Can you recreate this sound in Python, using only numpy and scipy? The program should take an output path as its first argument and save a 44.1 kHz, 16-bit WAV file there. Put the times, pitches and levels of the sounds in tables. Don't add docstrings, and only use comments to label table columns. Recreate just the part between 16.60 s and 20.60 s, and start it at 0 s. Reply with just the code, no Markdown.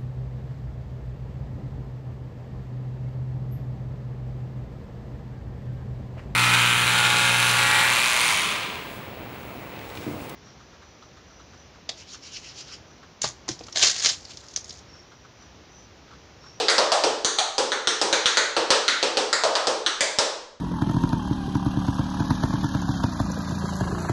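import sys
import numpy as np
from scipy import signal
from scipy.fft import rfft, irfft
from scipy.io import wavfile

SR = 44100
rng = np.random.default_rng(int(sys.argv[2]) if len(sys.argv) > 2 else 0)


def natural_amplitude(level_db):
    exponent = np.asarray(level_db, float) / 20
    return 10 ** exponent


def log_audio(samples):
    frames = np.atleast_2d(samples).T
    limited = np.clip(frames, -1, 1)
    pcm = np.round(limited * 32767).astype(np.int16)
    wavfile.write(sys.argv[1], SR, pcm)


N = 176400

# [t/s, click level/dB, boards level/dB, plate level/dB, edge level/dB]
HEEL_DROPS = [(0.181, -3, -14, -23.5, -17), (0.3184, -4.5, -14, -27, -15), (0.437, -6.5, -14.5, -31, -15.5),
              (0.9808, -6, -17, -30, -16.5), (1.4143, -5.5, -17, -28.5, -16.5),
              (1.9652, -6, -16, -25.5, -19), (2.1036, 0, -16, -21, -11), (2.4274, -5, -17.5, -30, -16.5),
              (2.5705, -6, -17.5, -29.5, -16), (2.8359, -7.5, -14.5, -30, -18),
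              (2.9529, -6.5, -20, -25.5, -20.5), (3.0699, -8.5, -16, -29.5, -17.5),
              (3.586, -2, -18, -27, -15)]
# [click f/Hz, boards f/Hz]
HEEL_PITCHES = [(4370, 665), (4240, 726), (3990, 600), (4270, 606), (4500, 580), (3950, 582), (4070, 642),
                (3870, 570), (3900, 584), (4170, 687), (4360, 713), (4160, 602), (4780, 640)]
# [t/s, click, boards, plate, edge level/dB]
LIGHT_TOUCHES = [
    (-.04, -2.5, -16.5, -30, -16.5),
    (.098, -8, -24, -51, -15),
    (0.784, -44, -21, -81, -21),
]
# [click f/Hz, boards f/Hz]
TOUCH_PITCHES = [(4000, 527), (4500, 720), (4500, 880)]
# [multiple of click f, length t/s, own level/dB, extra level into the room/dB]
HEEL_CLICK_MODES = [(0.819, 0.00069, -4, 0.5), (1.099, 0.0011, -1.5, -8.5)]
HEEL_EDGE_MODES = [(1.45, 0.00049, 5, 1.3), (1.9, 0.00025, 1, 3.5)]
# [first gap f/Hz, rebound level/dB]
HEEL_BOUNCE = (2263, -20.5)


def heel_drops(mix):
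    plate_hz = 1500
    rows = list(HEEL_DROPS) + list(LIGHT_TOUCHES)
    pitches = list(HEEL_PITCHES) + list(TOUCH_PITCHES)
    for row, hz in zip(rows, pitches):
        sound = strike(row, (*hz, plate_hz), HEEL_CLICK_MODES, HEEL_EDGE_MODES, HEEL_BOUNCE)
        add(mix, row[0], sound)


# [t/s, click level/dB, boards level/dB, plate level/dB, edge level/dB]
TOE_TAPS = [(0.0833, 0, -26, -19, -21.5), (0.6464, -4.5, -26, -29.5, -11.5),
            (0.7864, -3, -42, -32.5, -17.5), (1.1184, -8.5, -25, -25, -21), (1.272, -3.5, -25.5, -25, -11),
            (1.527, -2.5, -20.5, -23, -12), (1.6574, 0, -30, -24, -10), (1.7708, 0, -21.5, -20, -13.5),
            (2.2799, 0, -32.5, -20.5, -14), (2.7282, -2, -25.5, -22, -17), (3.2622, -2.5, -32.5, -26, -18),
            (3.4068, -2.5, -21.5, -24, -12)]
# [click f/Hz, boards f/Hz, plate f/Hz]
TOE_PITCHES = [(4470, 580, 1710), (3980, 495, 1470), (4250, 560, 2130), (3960, 590, 1660),
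               (3750, 550, 1620), (3750, 617, 1870), (3550, 540, 1580), (4230, 633, 1750),
               (3860, 390, 1710), (4570, 630, 1620), (4000, 540, 1450), (4570, 670, 1900)]
# [first gap f/Hz, rebound level/dB]
TOE_BOUNCES = [(2900, -10), (2600, -4), (2600, -4.5), (2500, -8), (2450, -6), (2650, -7), (2600, -7),
               (2700, -9), (2700, -8), (2900, -8), (2400, -9), (1350, -12)]
# [multiple of click f, length t/s, own level/dB, extra level into the room/dB]
TOE_CLICK_MODES = [(0.798, 0.00092, -8, -1), (1.032, 0.00091, -5, -4)]
TOE_EDGE_MODES = [(1.499, 0.00074, 1.5, 2), (1.95, 0.0003, -1, 3.8)]


def toe_taps(mix):
    for row, hz, rebound in zip(TOE_TAPS, TOE_PITCHES, TOE_BOUNCES):
        add(mix, row[0], strike(row, hz, TOE_CLICK_MODES, TOE_EDGE_MODES, rebound))


# [multiple of boards f, length t/s, own level/dB, extra level into the room/dB]
BOARD_MODES = [(.88, 0.0059, 0.28, 6.9), (1.399, 0.00361, -0.64, 6.4)]
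PLATE_MODES = [(.86, 0.00357, 3.35, 2.24), (1.14, 0.0018, 6.5, 4.9)]


def strike(row, pitches, click, edge, rebound):
    pitch_spread = 0.025
    direct_ring, direct_db = 1.305, 4
    gap_hz, rebound_db = rebound
    hz_axis = np.fft.rfftfreq(1024, 1 / SR)
    comb = 1 - natural_amplitude(rebound_db) * np.exp(-2j * np.pi * hz_axis / gap_hz)
    direct, into_room = np.zeros(1024), np.zeros(1024)
    groups = (click, BOARD_MODES, PLATE_MODES, edge)
    for db, modes, unit in zip(row[1:], groups, (*pitches, pitches[0])):
        gaps = 1 if modes is BOARD_MODES else comb
        for pitch, length, own_db, room_db in modes:
            hz = pitch * unit * (1 + pitch_spread * rng.standard_normal())
            head_on = natural_amplitude(DIRECT := direct_db) * burst(hz, direct_ring * length, 2 * np.pi * rng.random())
            spread = natural_amplitude(room_db) * burst(hz, length)
            head_on, spread = natural_amplitude(db + own_db) * irfft(rfft([head_on, spread]) * gaps)
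            direct = direct + head_on
            into_room = into_room + spread
    out = signal.fftconvolve(direct, reflections()) + signal.fftconvolve(into_room, room_tail())
    add(out, 0, direct)
    return out


def burst(hz, length, phase=0):
    peak_s = 0.0011
    t = np.arange(1024) / SR - max(peak_s, length / 3)
    u = np.maximum(t / length * 6 + 2, 0)
    envelope = (u / 2) ** 2 * np.exp(2 - u)
    return -envelope * np.cos(2 * np.pi * hz * t + phase)


# [t/s, level/dB]
JOIST_LANDINGS = [(0.32, -31.5), (0.648, -25), (0.79, -32), (0.983, -37), (1.274, -29), (1.528, -29),
                  (1.655, -25), (2.103, -21.5), (2.431, -34), (2.573, -39), (2.835, -41), (3.409, -26),
                  (3.585, -20)]


def landings(mix):
    joist_hz, length_s = 130, 0.0056
    for s, db in JOIST_LANDINGS:
        add(mix, s, natural_amplitude(db + 8.5) * burst(joist_hz, length_s, np.pi / 2))


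# [delay t/s, level/dB]
REFLECTIONS = [(.004, -2.5), (.0074, -7), (.0105, -12), (.0140, -11), (.018, -14)]


def reflections():
    shift_s, shift_db = 0.0003, 1.5
    walls = np.zeros(SR)
    for delay, db in REFLECTIONS:
        shift, size = rng.standard_normal(2)
        walls[round((delay + shift_s * shift) * SR)] = natural_amplitude(db + shift_db * size)
    return walls


# [f/Hz, t60/s]
DECAY_TIMES = [(120, .3), (330, .72), (870, .72), (2300, .62), (4500, .64), (7000, .56), (10000, .4)]
# [f/Hz, t/s]
BUILD_UP = [(300, 0.0047), (1500, 0.0046), (5000, 0.0013)]
# [f/Hz, t60/s, level/dB]
STANDING_WAVES = [(331.8, 0.69, -35), (441.6, 0.85, -38), (511.6, 0.3, -41.5)]


def room_tail():
    level_db = 7.5
    taps = np.zeros(SR)
    taps[np.arange(0, SR - 10, 10) + rng.integers(0, 10, (SR - 1) // 10)] = 1
    taps = taps * rng.choice([-1., 1.], SR)
    hz, t, z = signal.stft(taps, SR, nperseg=128, noverlap=96)
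    decay = natural_amplitude(-60 * t / read(DECAY_TIMES, hz)[:, None])
    rise = 1 - np.exp(-t / read(BUILD_UP, hz)[:, None])
    out = signal.istft(z * decay * rise, SR, nperseg=128, noverlap=96)[1][:SR]
    t = np.arange(SR) / SR
    for f, t60, db in STANDING_WAVES:
        out = out + natural_amplitude(db - 60 * t / t60) * np.sin(2 * np.pi * f * t) * rng.choice([-1., 1.])
    return natural_amplitude(level_db) * out / np.linalg.norm(out)


# [f/Hz, level/dB]
HUSH_SPECTRUM = [(20, 0), (60, -3), (150, -9), (300, -20), (1000, -20), (4000, -27), (8000, -44),
                 (10500, -70)]


def hush():
    level_db = -64
    shape = natural_amplitude(read(HUSH_SPECTRUM, np.fft.rfftfreq(N, 1 / SR)))
    x = irfft(rfft(rng.standard_normal(N)) * shape, N)
    return natural_amplitude(level_db) * x / x.std()


def hum():
    hum_hz, level_db = 229, -68
    return natural_amplitude(level_db) * np.sin(2 * np.pi * hum_hz * np.arange(N) / SR)


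def read(points, hz):
    f, value = np.transpose(points)
    return np.interp(np.log(hz + 1), np.log(f + 1), value)


def add(mix, s, sound):
    at = round(s * SR)
    sound = sound[max(-at, 0):]
    part = mix[max(at, 0):][:len(sound)]
    part += sound[:len(part)]


def scene():
    mix = np.zeros(N)
    heel_drops(mix)
    toe_taps(mix)
    landings(mix)
    return mix[None]


# [f/Hz, level/dB]
MIC_RESPONSE = [(150, -13.5), (280, -6.5), (2000, -6), (2500, -3), (3200, -6), (8500, -4.5), (10500, -13.5),
                (12200, -32)]


def microphone(dry):
    ceiling, edge_hz = 2.2, 12250
    hz = np.fft.rfftfreq(2 * N, 1 / SR)
    response = natural_amplitude(read(MIC_RESPONSE, hz)) * (hz < edge_hz)
    soft = ceiling * np.tanh(dry / ceiling)
    return irfft(rfft(soft, 2 * N) * response)[:, :N]


def top_gate(x):
    top_hz, jump = 10950, 2.5
    hz, t, z = signal.stft(x, SR, nperseg=512)
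    power = (abs(z[:, hz > 3000]) ** 2).mean(1, keepdims=True)
    jumps = power > jump * np.roll(power, 3, axis=2)
    z = z * np.where((hz > top_hz)[:, None], jumps, 1)
    return signal.istft(z, SR, nperseg=512)[1][:, :N]


def roll_off(x):
    return signal.sosfilt(signal.butter(12, 12330, fs=SR, output="sos"), x)


def record(dry):
    x = microphone(dry) + hush() + hum()
    mix = np.clip(top_gate(x), -.88, .88)
    return roll_off(mix)


dry = scene()
out = record(dry)
log_audio(out)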